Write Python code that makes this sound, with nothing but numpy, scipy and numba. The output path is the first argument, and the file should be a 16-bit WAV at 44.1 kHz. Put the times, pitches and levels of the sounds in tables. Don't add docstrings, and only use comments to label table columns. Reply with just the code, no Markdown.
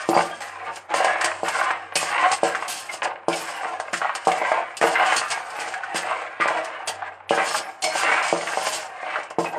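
import sys
import numpy as np
from scipy import signal
from scipy.fft import rfft, irfft
from scipy.io import wavfile
from scipy.ndimage import uniform_filter1d
from numba import njit

SR = 44100
rng = np.random.default_rng(int(sys.argv[2]) if len(sys.argv) > 2 else 0)


def file_out(sig):
    cols = np.atleast_2d(sig).T
    lim = np.clip(cols, -1, 1)
    pcm = np.round(lim * 32767).astype(np.int16)
    wavfile.write(sys.argv[1], SR, pcm)


def boost(x):
    u = np.asarray(x, float) / 20
    return 10 ** u


N = 422478


def unit(x):
    return x / np.sqrt(np.mean(x ** 2) + 1e-20)


def along(points, hz):
    f, v = np.transpose(points)
    return np.interp(np.log(hz + 1), np.log(f + 1), v)


def wobble(rate, size=N):
    knots = np.clip(rng.standard_normal(int(N * rate / SR) + 2), -2, 2)
    return np.interp(np.linspace(0, N * rate / SR, size), np.arange(len(knots)), knots)


def coloured(x, spectrum):
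    log_gain = np.log(boost(along(spectrum, np.fft.rfftfreq(4096, 1 / SR))) + 1e-6)
    cepstrum = irfft(log_gain)
    cepstrum[1:2048] *= 2
    cepstrum[2049:] = 0
    response = irfft(np.exp(rfft(cepstrum)))
    return signal.fftconvolve(x, response / np.linalg.norm(response))[:N]


def contacts(per_s, spread_db, slide):
    size = boost(spread_db * np.clip(rng.standard_normal(N), -2, 2))
    taps = (rng.random(N) < per_s / SR) * rng.choice([-1, 1], N) * size
    return np.sqrt(1 - slide) * unit(taps) + np.sqrt(slide) * rng.standard_normal(N)


def gestures(s, db, over_db, rise, fall):
    ms = np.arange(0, N / SR, .001)
    t = ms - s[:, None]
    swell = np.clip(1 + t / np.abs(rise)[:, None], 0, 1) ** 1.3615
    shape = swell * boost(-20 * np.maximum(t, 0) / np.abs(fall)[:, None])
    both = [np.sqrt(boost(level) ** 2 @ shape ** 2) for level in (db, db + over_db)]
    return [np.interp(np.arange(N) / SR, ms, gain) for gain in both]


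@njit
def resonate(force, turn, fade, gain):
    out = np.zeros(len(force))
    for k in range(len(fade)):
        state = 0j
        for i in range(len(force)):
            push = 2 * (1 - fade[k]) * gain[k, i // 64] * force[i]
            state = state * turn[k, i // 64] * fade[k] + push
            out[i] += state.real
    return out


def ring(force, modes, roam_db, detune, between_db):
    hz, width, db = np.transpose(modes)[..., None]
    sign = (-1.) ** np.arange(len(modes))[:, None]
    roam = np.array([wobble(12, N // 64 + 1) for _ in modes])
    gain = sign * boost(db + roam_db * roam)
    pull = 1 + detune * np.array([wobble(7, N // 64 + 1) for _ in modes])
    turn = np.exp(2j * np.pi * hz * pull / SR)
    fade = np.exp(-np.pi * width[:, 0] / SR)
    return boost(between_db) * force + resonate(force, turn, fade, gain)


# (pitch [Hz], width [Hz], level [dB])
PAN_MODES = [(171.98, 16.1, -21), (223.6, 50.58, -14.5), (336.78, 21.19, -8.5), (432.92, 34.33, -11.5),
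             (465.63, 33.51, -5.5), (573.88, 31.7, -2), (656.03, 22.7, -1), (767.62, 40.737, 1.5),
             (826.38, 63.35, -8.5), (898.16, 47.35, -5.5), (950.59, 31.2, -9), (1041.1, 48.11, -3.5),
             (1123.4, 64.68, -9.5), (1210, 43.64, -4), (1376.3, 92, -20), (1450, 44.98, -4.5),
             (1550.7, 77.4, -9), (1630, 28.25, 0), (1838.6, 113.65, -12), (1950, 71.34, -2.5),
             (2088, 82.2, -10), (2203.4, 27.05, -1), (2410, 61.77, -12.5), (2536.9, 51.11, -8),
             (2695.4, 99.66, -10), (2893.9, 35, -2), (3226.7, 39.2, -12.5)]
# (frequency [Hz], level [dB])
TUMBLE_COLOUR = [(100, -18), (250, -10), (450, -5.5), (800, 5.5), (1200, -5.5), (2000, -23.5),
                 (5000, -42.5), (10000, -80)]
# (frequency [Hz], level [dB])
RATTLE_COLOUR = [(300, -39.5), (700, -8), (1100, 6), (2500, -1.5), (3300, -11.5), (4200, -15.5),
                 (9000, -55.5), (12000, -80)]


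def pan(tumble, rattle):
    dull, sharp = clicks()
    soft = tumble * boost(1.3 * wobble(55) + 0.5) * contacts(per_s=350, spread_db=4.0, slide=0.4105)
    hard = rattle * boost(1.4124 * wobble(55) + 2.5) * contacts(per_s=500, spread_db=3.5, slide=0.331)
    thrown = knocks()
    force = coloured(soft + dull, TUMBLE_COLOUR) + coloured(hard + sharp, RATTLE_COLOUR)
    force = force + boost(10.5) * thrown
    loaded = np.array(PAN_MODES) * [1, 1.2251, 1]
    ringing = ring(force, loaded, roam_db=4.0, detune=0.032, between_db=-12)
    return ringing + bumps() + boost(-4.5) * thrown


# (time [s], tumble [dB], rattle over tumble [dB], roll-out per 20 dB [s])
JOLTS = [(0.0, -35.5, 10, 0.2102), (.104, -21, -22, -0.0048), (0.419, -36.5, 6, 0.38),
         (.77, -31.5, 0, -0.0155), (.905, -25.5, -3, 0.4865), (.956, -23, -1, 0.4799),
         (1.453, -28.5, 6, 0.3493), (1.965, -33.5, 6.5, 0.9206), (2.449, -20, -2, 0.1438),
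         (3.045, -23, -1, 0.11), (3.299, -29, -1, 0.4914), (3.939, -40.5, 14, 0.11),
         (4.03, -33.5, 12, 0.1823), (4.16, -30, 0, 0.0472), (4.287, -26, -3, 0.3651),
         (4.53, -23, -2.5, 0.1379), (4.831, -15.5, -2.5, 0.1504), (5.31, -29, 4, 0.2493),
         (5.96, -32.5, 9.5, 0.0271), (6.415, -29, 11, 0.2049), (6.49, -22.5, -2, 0.4508),
         (6.878, -28, -3, 0.0825), (7.322, -22.5, -1.5, 0.119), (7.385, -23, 3, 0.2056),
         (7.837, -23.5, -13, 0.1841), (8.342, -26.5, -10, 0.3732), (8.471, -30, 4, .5),
         (9.401, -19, -18, 0.0708), (9.46, -28.5, -2.5, 0.1769)]
# (fullest time [s], tumble [dB], rattle over tumble [dB], gathering [s], roll-out per 20 dB [s])
SWEEPS = [(.2, -19, -3.5, 0.1488, 0.0841), (.3, -35, -0.5, 0.0775, 0.2449),
          (2.56, -32, 9.5, 0.01303, -0.0255), (4.6, -27, -3.5, 0.0881, 0.0724),
          (.69, -29, -2, 0.1963, 0.09), (1.09, -28.5, 8, 0.1967, 0.1443), (1.25, -28, 5.5, 0.1322, 0.1705),
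          (1.68, -28.5, 5.5, 0.237, 0.2172), (2.25, -23, 5, 0.30626, 0.114),
          (2.34, -28.5, 7, 0.308, 0.0153), (2.639, -32, 3.5, 0.2233, 0.2784),
          (2.94, -33, -2.5, 0.1941, 0.1247), (3.45, -38.5, 7, 0.1813, 1), (3.73, -32, -6, 0.5773, 0.2667),
          (4.48, -32.5, 7, 0.3565, 0.3519), (5.03, -21.5, 5, 0.1948, 0.2885),
          (5.12, -34, 13, 0.1807, 0.2718), (5.6, -28, 0, 0.1828, 0.36), (5.9, -34.5, 2, 0.1676, 0.6043),
          (6.11, -27, 3, 0.2376, 0.319), (7.07, -35.5, 0, 0.4507, 0.1261), (7.58, -29.5, 0, 0.3292, 0.1689),
          (7.699, -36, 0.5, 0.1578, -0.001), (8.12, -21.5, 6.5, 0.27088, 0.2785),
          (8.24, -32, 6.5, 0.185, 0.2194), (8.7, -31.5, -1, 0.4957, .5),
          (9.168, -30.5, 6.5, 0.29013, 0.1322), (9.58, -20.5, -17.5, 0.087, 3.7865)]


def nuts():
    jump_s = 0.02512
    jolts = [(s, db, over_db, jump_s, fall) for s, db, over_db, fall in JOLTS]
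    return gestures(*np.transpose(jolts + SWEEPS))


# (time [s], peak [dB], sharp over dull [dB])
EARLY_CLICKS = [(0.113, -17.5, -20), (0.131, -11, -19.5), (0.149, -8.5, -21.5), (0.164, -14, -17),
                (0.174, -6, -16.5), (0.191, -8.5, -16), (0.208, -11.5, -4.5), (0.405, -23.5, -1.5),
                (0.894, -29, 3.5), (0.931, -18, -6), (1.003, -11.5, -2.5), (1.069, -11, -11.5),
                (1.098, -15, -5.5), (1.108, -15, -8), (1.157, -13.5, -8), (1.244, -14, 0.5),
                (1.316, -15.5, 9), (1.399, -25.5, -10), (1.481, -12, 4.5), (1.598, -17.5, 2),
                (1.628, -16.5, 4.5), (1.642, -17.5, 6.5), (1.707, -12.5, -4), (1.924, -22.5, -4),
                (1.963, -15.5, 0), (2.133, -16, 10.5), (2.165, -22.5, 1.5), (2.228, -12, -3),
                (2.247, -10.5, 2), (2.259, -13, -2.5), (2.314, -16, 1.5), (2.325, -12, -3),
                (2.624, -14.5, 2), (2.894, -27.5, 5), (3.02, -13.5, -5), (3.03, -14, 6.5),
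                (3.055, -14.5, 3), (3.075, -15, -4.5), (3.112, -21.5, -2.5), (3.158, -23.5, 5.5),
                (3.233, -33.5, 0.5), (3.528, -24.5, -4), (3.61, -24, -1), (3.632, -20, -3),
                (3.645, -17.5, -3.5), (3.656, -20.5, -4), (3.666, -22, 0), (3.724, -24.5, -11),
                (3.735, -23.5, -5), (3.799, -18.5, -4), (3.881, -24, 0), (3.933, -17, 1),
                (4.005, -24.5, -6.5), (4.018, -18.5, -3), (4.151, -19, -1.5), (4.281, -7, -21.5)]
# (time [s], peak [dB], sharp over dull [dB])
LATER_CLICKS = [(4.29, -11, -20), (4.316, -13.5, -4.5), (4.417, -16.5, -2.5), (4.461, -19.5, -6.5),
                (4.48, -21, -11.5), (4.49, -24, -7.5), (4.519, -15.5, -2), (4.572, -16.5, -5.5),
                (4.628, -25, -9.5), (4.826, -6.5, -9.5), (4.87, -10.5, -4), (4.972, -13, 10),
                (4.998, -11, -3), (5.01, -8.5, -6.5), (5.021, -13.5, -16), (5.068, -17.5, 3),
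                (5.123, -10, 10), (5.215, -17, 0.5), (5.374, -18.5, 2.5), (5.589, -18, 0),
                (5.677, -21.5, -1.5), (5.957, -17, -0.5), (6.073, -18.5, -18), (6.166, -19.5, -4),
                (6.218, -20, 0), (6.483, -12.5, -3), (6.683, -24, -10), (6.803, -24.5, -10),
                (6.82, -30, -11.5), (6.875, -20, -5.5), (7.121, -30.5, -5), (7.203, -32, -7.5),
                (7.455, -19, 2), (7.51, -17.5, -12), (7.841, -19, 4), (7.955, -11.5, -7),
                (8.033, -10.5, -1.5), (8.117, -9, -1), (8.218, -15.5, -2), (8.36, -17.5, -14.5),
                (8.41, -20.5, 0.5), (8.429, -24, -2), (8.534, -16, 0), (8.672, -19.5, -9.5),
                (8.827, -27, -3), (8.899, -32, -19.5), (9.03, -20.5, -7), (9.065, -19, -4.5),
                (9.138, -22.5, -7), (9.187, -17.5, -15), (9.2, -21, -8.5), (9.308, -21, -7),
                (9.385, -11, -26), (9.394, -15, -20), (9.445, -16.5, -12.5), (9.544, -20, -15)]


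def clicks():
    s, db, sharp_db = np.transpose(EARLY_CLICKS + LATER_CLICKS)
    at = np.round(s * SR).astype(int)
    dull = np.bincount(at, boost(db + 15.5 - np.maximum(sharp_db, 0)), N)
    sharp = np.bincount(at, boost(db + 16 + np.minimum(sharp_db, 0)), N)
    return dull, sharp


def snaps():
    s, db, sharp_db = np.transpose(EARLY_CLICKS + LATER_CLICKS)[..., None]
    hz, _, level = np.transpose([mode for mode in PAN_MODES if mode[0] > 500])
    t = np.arange(SR // 20) / SR
    t60_s, rise_s, spot_db = 0.035, 0.0008, 5.0
    dull, sharp = (boost(level / 2 + along(colour, hz)) for colour in (TUMBLE_COLOUR, RATTLE_COLOUR))
    mix = boost(-np.maximum(sharp_db, 0)) * unit(dull) + boost(np.minimum(sharp_db, 0)) * unit(sharp)
    mix = mix * boost(spot_db * rng.standard_normal(mix.shape)) * rng.choice([-1, 1], mix.shape)
    rings = mix @ np.sin(2 * np.pi * hz[:, None] * t) * boost(-60 * t / t60_s) * np.tanh(t / rise_s)
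    rings = boost(db - 2.0) * rings / np.abs(rings).max(axis=1, keepdims=True)
    at = np.round(s * SR).astype(int) + np.arange(len(t))
    return np.bincount(at.ravel(), rings.ravel(), N + SR)[:N]


# (time [s], peak [dB], pitch [Hz])
KNOCKS = [(0.94, -13, 1587), (1.048, -11, 1688), (1.2131, -11, 1617), (1.5508, -15, 1141),
          (1.6126, -9, 1210), (1.7057, -8.5, 1521), (1.923, -26, 1956), (1.9573, -19, 2410),
          (2.1803, -12, 1996), (2.549, -9, 1500), (8.09, -12, 1100), (8.14, -11, 1150), (3.33, -17, 3000),
          (4.318, -15, 2700), (3.02, -15.5, 2056), (3.7992, -16, 1240), (7.022, -16.5, 1074),
          (3.9403, -10, 1615), (4.016, -11, 1066), (4.0464, -8.5, 1065), (4.0941, -10.5, 1102),
          (4.5164, -11, 1071), (4.814, -10, 1854), (4.9559, -8, 1630), (5.7394, -15.5, 1618),
          (5.8347, -18, 1450), (6.112, -10.5, 1091), (6.4038, -14, 1898), (7.2931, -16, 2647),
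          (7.376, -12, 1181), (7.545, -9.5, 1056), (8.473, -14.5, 2173), (8.6683, -13.5, 1950),
          (9.158, -11, 1074)]


def knocks():
    out, t = np.zeros(N + SR), np.arange(SR // 10) / SR
    for s, db, hz in KNOCKS:
        taps = boost(-60 * t / .07) * rng.standard_normal(len(t))
        taps[:6] += 3.5
        band = signal.butter(2, [0.7413 * hz, 1.2644 * hz], "band", fs=SR)
        flurry = signal.lfilter(*band, taps)
        out[round(s * SR):][:len(t)] += boost(db - 4.5) * flurry / np.abs(flurry).max()
    return out[:N]


# (time [s], peak [dB], depth [dB])
BUMPS = [(0.087, -4.5, -9), (.163, -4.5, -10.5), (0.94, -6.5, -40.5), (1.001, -14.5, -30.5),
         (1.044, -8, -45.5), (1.43, -10, -8.5), (1.954, -15, -20), (2.027, -13.5, -25.5), (2.43, -3, -19),
         (2.939, -24, -45.5), (3.281, -3.5, -9.5), (3.798, -21.5, -48), (3.929, -19.5, 2.5),
         (4.269, -2, -13), (4.414, -13.5, -26), (4.515, -8, -61.5), (4.812, -9, -14), (4.838, -6, -8.5),
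         (5.944, -16.5, 0.5), (6.398, -14.5, -14.5), (6.455, -11.5, -27), (7.306, -3, -14.5),
         (7.375, -11.5, -14), (7.95, -18.5, -31), (8.114, -19, -16.5), (8.325, -3.5, -15),
         (8.571, -8, -33.5), (8.668, -14, -34), (9.383, -4, -7.5)]


def bumps():
    out, t = np.zeros(N + SR), np.arange(SR // 4) / SR
    hz, width, level = np.transpose(PAN_MODES)[..., None]
    fade = np.exp(-0.60915 * np.pi * width * t)
    modes = np.cos(2 * np.pi * hz * (t - .0017)) * fade * np.tanh((t / 0.0011855) ** 2)
    for s, db, depth_db in BUMPS:
        deep = (depth_db + 10.5) * np.clip(np.log2(620 / hz), 0, .9)
        share_db = level - 11 * (hz / 1000) ** 2 + deep
        share = boost(share_db + 4.239 * rng.standard_normal(hz.shape))
        thud = np.sum(share * modes, axis=0) / share.sum()
        out[round((s + .0012) * SR):][:len(t)] += boost(db + 1.5) * thud
    return signal.lfilter(*signal.butter(2, 130, "high", fs=SR), out[:N])


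# (time [s], bite [dB], drag [dB], grit over drag [dB], easing per 20 dB [s])
BITES = [(0.088, -20, -37, -7, 0.2017), (0.404, -27.5, -41.5, -13, 0.2066), (0.9385, -20, -27, -19, 0.1427),
         (1.242, -11, -32, -27.5, 0.1578), (1.4327, -32, -41, -8.5, -0.1754),
         (1.954, -7.5, -23, -15.5, 0.1936), (2.3149, -12.5, -26.5, -22.5, 0.0687),
         (2.433, -19.5, -34.5, -16.5, 0.256), (2.679, -17, -29.5, -11.5, 0.2027),
         (3.0301, -24, -36, -19.5, 0.0113), (3.283, -21, -35, -13.5, .5), (3.93, -18, -29.5, -21.5, 0.0849),
         (4.15, -17.5, -47.5, -21.5, 0.5), (4.2716, -18.5, -37.5, -15, 0.2996),
         (4.811, -21, -27.5, -12.5, 0.1601), (5.163, -10, -28.5, -34.5, 0.0855),
         (5.302, -15.5, -28, -24.5, 0.0472), (5.9439, -26, -29.5, -16.5, 0.1201),
         (6.4766, -22, -45.5, -20, 0.3203), (6.8735, -12, -27.5, -16.5, 0.0518),
         (7.2929, -25.5, -35.5, -12.5, 0.396), (7.8384, -12.5, -39.5, -14, 0.48),
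         (8.2242, -22, -28.5, -29.5, 0.4285), (9.3849, -26.5, -39.5, -8, -0.176)]
# (time [s], bite [dB])
TICKS = [(0.7577, -25.5), (1.044, -16.5), (1.003, -26), (1.21, -16.5), (2.55, -25), (4.316, -25),
         (8.281, -24), (4.87, -20), (3.357, -21.5), (5.281, -26), (5.6, -24.5), (1.483, -17),
         (1.7057, -28.5), (3.799, -24.5), (4.249, -26), (4.768, -17), (5.501, -28.5), (5.739, -29.5),
         (5.834, -35), (6.4069, -28), (6.645, -24), (7.821, -15.5), (8.41, -30.5), (9.2312, -35.5),
         (9.3013, -32.5)]
# (firmest time [s], drag [dB], pressing [s], easing per 20 dB [s])
SCRAPES = [(0.0, -40.5, 0.0501, -0.3042), (0.179, -31.5, 0.0983, 0.1685), (0.771, -44, 0.12585, 0.095),
           (1.6, -33.5, 0.2017, 0.1101), (2.942, -32.5, 0.06466, 0.0536), (3.41, -39, 0.1425, 0.3029),
           (4.525, -38, 0.0911, -0.009), (5.07, -36.5, 0.0722, 0.659), (5.61, -35, 0.07693, 0.2024),
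           (7.581, -27, 0.2206, 0.0497), (7.87, -30, 0.05714, 0.4196), (7.99, -29, 0.0982, 0.0829),
           (8.721, -28, 0.3361, 0.1464), (9.45, -37.5, 0.0743, -0.0172)]
# (frequency [Hz], level [dB per Hz])
EDGE_COLOUR = [(1760, -16), (3000, -3), (3780, -11.5), (4940, -3.5), (5780, -12), (7870, -4.5), (8430, -3),
               (8740, -5.5), (9710, -12), (10500, -22), (13600, -46), (22000, -120)]
# (frequency [Hz], level [dB])
FIZZ_COLOUR = [(8500, -39), (10000, 6.5), (11500, 2), (13000, -6.5), (15500, -9.5), (15900, -42.5)]
# (pitch [Hz], width [Hz], level [dB])
BLADE_MODES = [(4527.2, 56, -21.5), (4849.5, 170, -5), (5866.8, 463, -11.5), (7636.6, 504.2, -9),
               (8275.4, 353.4, -14)]


def blade(rattle):
    grip_s, pressed_grit_db, bite_t60_s = 0.01912, -16.5, 0.086585
    drags = [(s + grip_s, db, over_db, grip_s, fall) for s, _, db, over_db, fall in BITES]
    presses = [(s, db, pressed_grit_db, rise, fall) for s, db, rise, fall in SCRAPES]
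    drag, sand = gestures(*np.transpose(drags + presses))
    chatter, t = boost(3.377 * wobble(45)), np.arange(SR // 3) / SR
    bite = np.zeros(N + SR)
    for s, db, *_ in BITES + TICKS:
        fade = boost(db - 6.5 - 60 * t / bite_t60_s)
        bite[round(s * SR):][:len(t)] += fade * (1 - np.exp(-t / 0.0011203))
    bite = bite[:N]
    pressure = np.hypot(chatter * np.hypot(drag, boost(-24) * rattle), bite)
    grains = coloured(contacts(per_s=3000, spread_db=4.0, slide=0.5557) * pressure, EDGE_COLOUR)
    grit = np.hypot(boost(5.147 * wobble(70)) * np.hypot(sand, boost(-46.5) * rattle), boost(-21.5) * bite)
    fizz = coloured(contacts(per_s=3700, spread_db=-1.5, slide=0.63) * grit, FIZZ_COLOUR)
    ringing = ring(grains, BLADE_MODES, roam_db=4.5, detune=0.05253, between_db=-3)
    return ringing + fizz + sings()


# (time [s], pitch [Hz], level [dB], time to fade by 60 dB [s])
SINGS = [(7.835, 2200, -28, 0.454), (7.83, 3200, -45, 0.317), (7.82, 4290, -35, 0.5835),
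         (2.89, 2100, -28, 0.1442), (9.455, 2560, -30, 0.1798), (.14, 4750, -33, 0.2592),
         (5.165, 4400, -23.5, 0.1042), (1.96, 2540, -23.5, .2), (1.96, 9400, -25, .15),
         (1.96, 8400, -29.5, .15), (6.877, 4600, -32, 0.1318), (6.877, 3250, -34, 0.1665),
         (8, 4750, -32, 0.124), (7.3, 2890, -27, 0.1541), (7.5, 5300, -36, 0.449),
         (7.36, 3220, -40.5, 0.3765), (7.84, 5250, -30, 0.255), (.31, 3220, -40.5, 0.2415),
         (6.41, 2100, -25, 0.2372)]


def sings():
    out, t = np.zeros(N + SR), np.arange(SR // 4) / SR
    for s, hz, db, t60 in SINGS:
        wander = np.cumsum(0.0733 * rng.standard_normal(len(t)))
        tone = np.sin(2 * np.pi * hz * t + wander)
        out[round(s * SR):][:len(t)] += boost(db - 60 * t / t60) * np.tanh(t / 0.0047) * tone
    return out[:N] * boost(4.36 * wobble(120))


# (frequency [Hz], time to fade by 60 dB [s])
WALLS = [(200, 0.5828), (2000, 0.14935), (10000, 0.11527)]


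def walls(x):
    hz, t, z = signal.stft(rng.standard_normal(SR // 2), SR, nperseg=256)
    fade = boost(-60 * t / along(WALLS, hz)[:, None])
    tail = signal.istft(z * fade, SR, nperseg=256)[1]
    return signal.fftconvolve(np.pad(x, (200, 0)), tail / np.linalg.norm(tail))[:N]


# (time [s], level [dB])
HUM = [
    (0.0, -66.5),
    (1.09, -59.5),
    (1.7, -60.5),
    (2.96, -73),
    (5.02, -71),
    (6.85, -70.5),
    (6.95, -61),
    (7.3, -57.5),
    (7.4, -69),
    (9.58, -74.5),
]
# (frequency [Hz], level [dB per Hz])
AIR_COLOUR = [(18, -45), (30, -32), (102, -4), (212, -13), (781, 8), (2130, -4), (8660, -63.5), (9820, -51),
              (12000, -42), (15600, -79), (22000, -120)]


def kitchen():
    turn = 2 * np.pi * np.cumsum(95 + 2.39 * wobble(16)) / SR
    s, db = np.transpose(HUM)
    level = np.interp(np.arange(N) / SR, s, db)
    hum = boost(level + 7.0 + 3.8 * wobble(8.2)) * np.sin(turn)
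    return hum + boost(-49.0) * coloured(rng.standard_normal(N), AIR_COLOUR)


def scene():
    tumble, rattle = nuts()
    near = pan(tumble, rattle) + blade(rattle) + snaps()
    return (near + boost(-10) * walls(near) + kitchen())[None]


# (frequency [Hz], level [dB])
PHONE_COLOUR = [(20, -23), (70, -8), (130, -0.5), (7800, 2.5), (7930, -14.5), (8060, -0.5), (15800, 0.5),
                (16400, -50.5)]


def microphone(x):
    return coloured(x, PHONE_COLOUR)


# (frequency [Hz], level [dB])
MASK = [(3000, -68), (8800, -56.5), (9700, -34), (11500, -34.5), (12300, -37.5), (12400, -47)]


def thinned(x):
    hz, _, z = signal.stft(x, SR, nperseg=2048)
    power, hz = np.abs(z[:-1]) ** 2, hz[:-1, None]
    bands = power.reshape(64, 16, -1).mean(axis=1)
    luck = uniform_filter1d(rng.standard_normal((64, z.shape[1])), size=2, axis=1)
    bands[36:], luck[36:] = bands[36:45].mean(axis=0), .8 * luck[36] + .6 * luck[36:]
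    band = np.repeat(bands, 16, axis=0)
    least = band.max(axis=0) * boost(along(MASK, hz) + 12 * np.repeat(luck, 16, axis=0)) ** 2
    coarse = band * (hz > 9500) * np.where(hz < 12400, 1.4, 0.8)
    weakest = np.maximum(0.6 * least * (hz < 12400), coarse)
    keep = (band > least) & (power > weakest)
    return signal.istft(z * np.pad(keep, ((0, 1), (0, 0))), SR, nperseg=2048)[1][:N]


def roll_off(x):
    return signal.sosfilt(signal.butter(12, 16490, fs=SR, output="sos"), x)


def record(dry):
    heard = thinned(microphone(dry[0]))[None]
    return roll_off(heard)


dry = scene()
out = record(dry)
file_out(out)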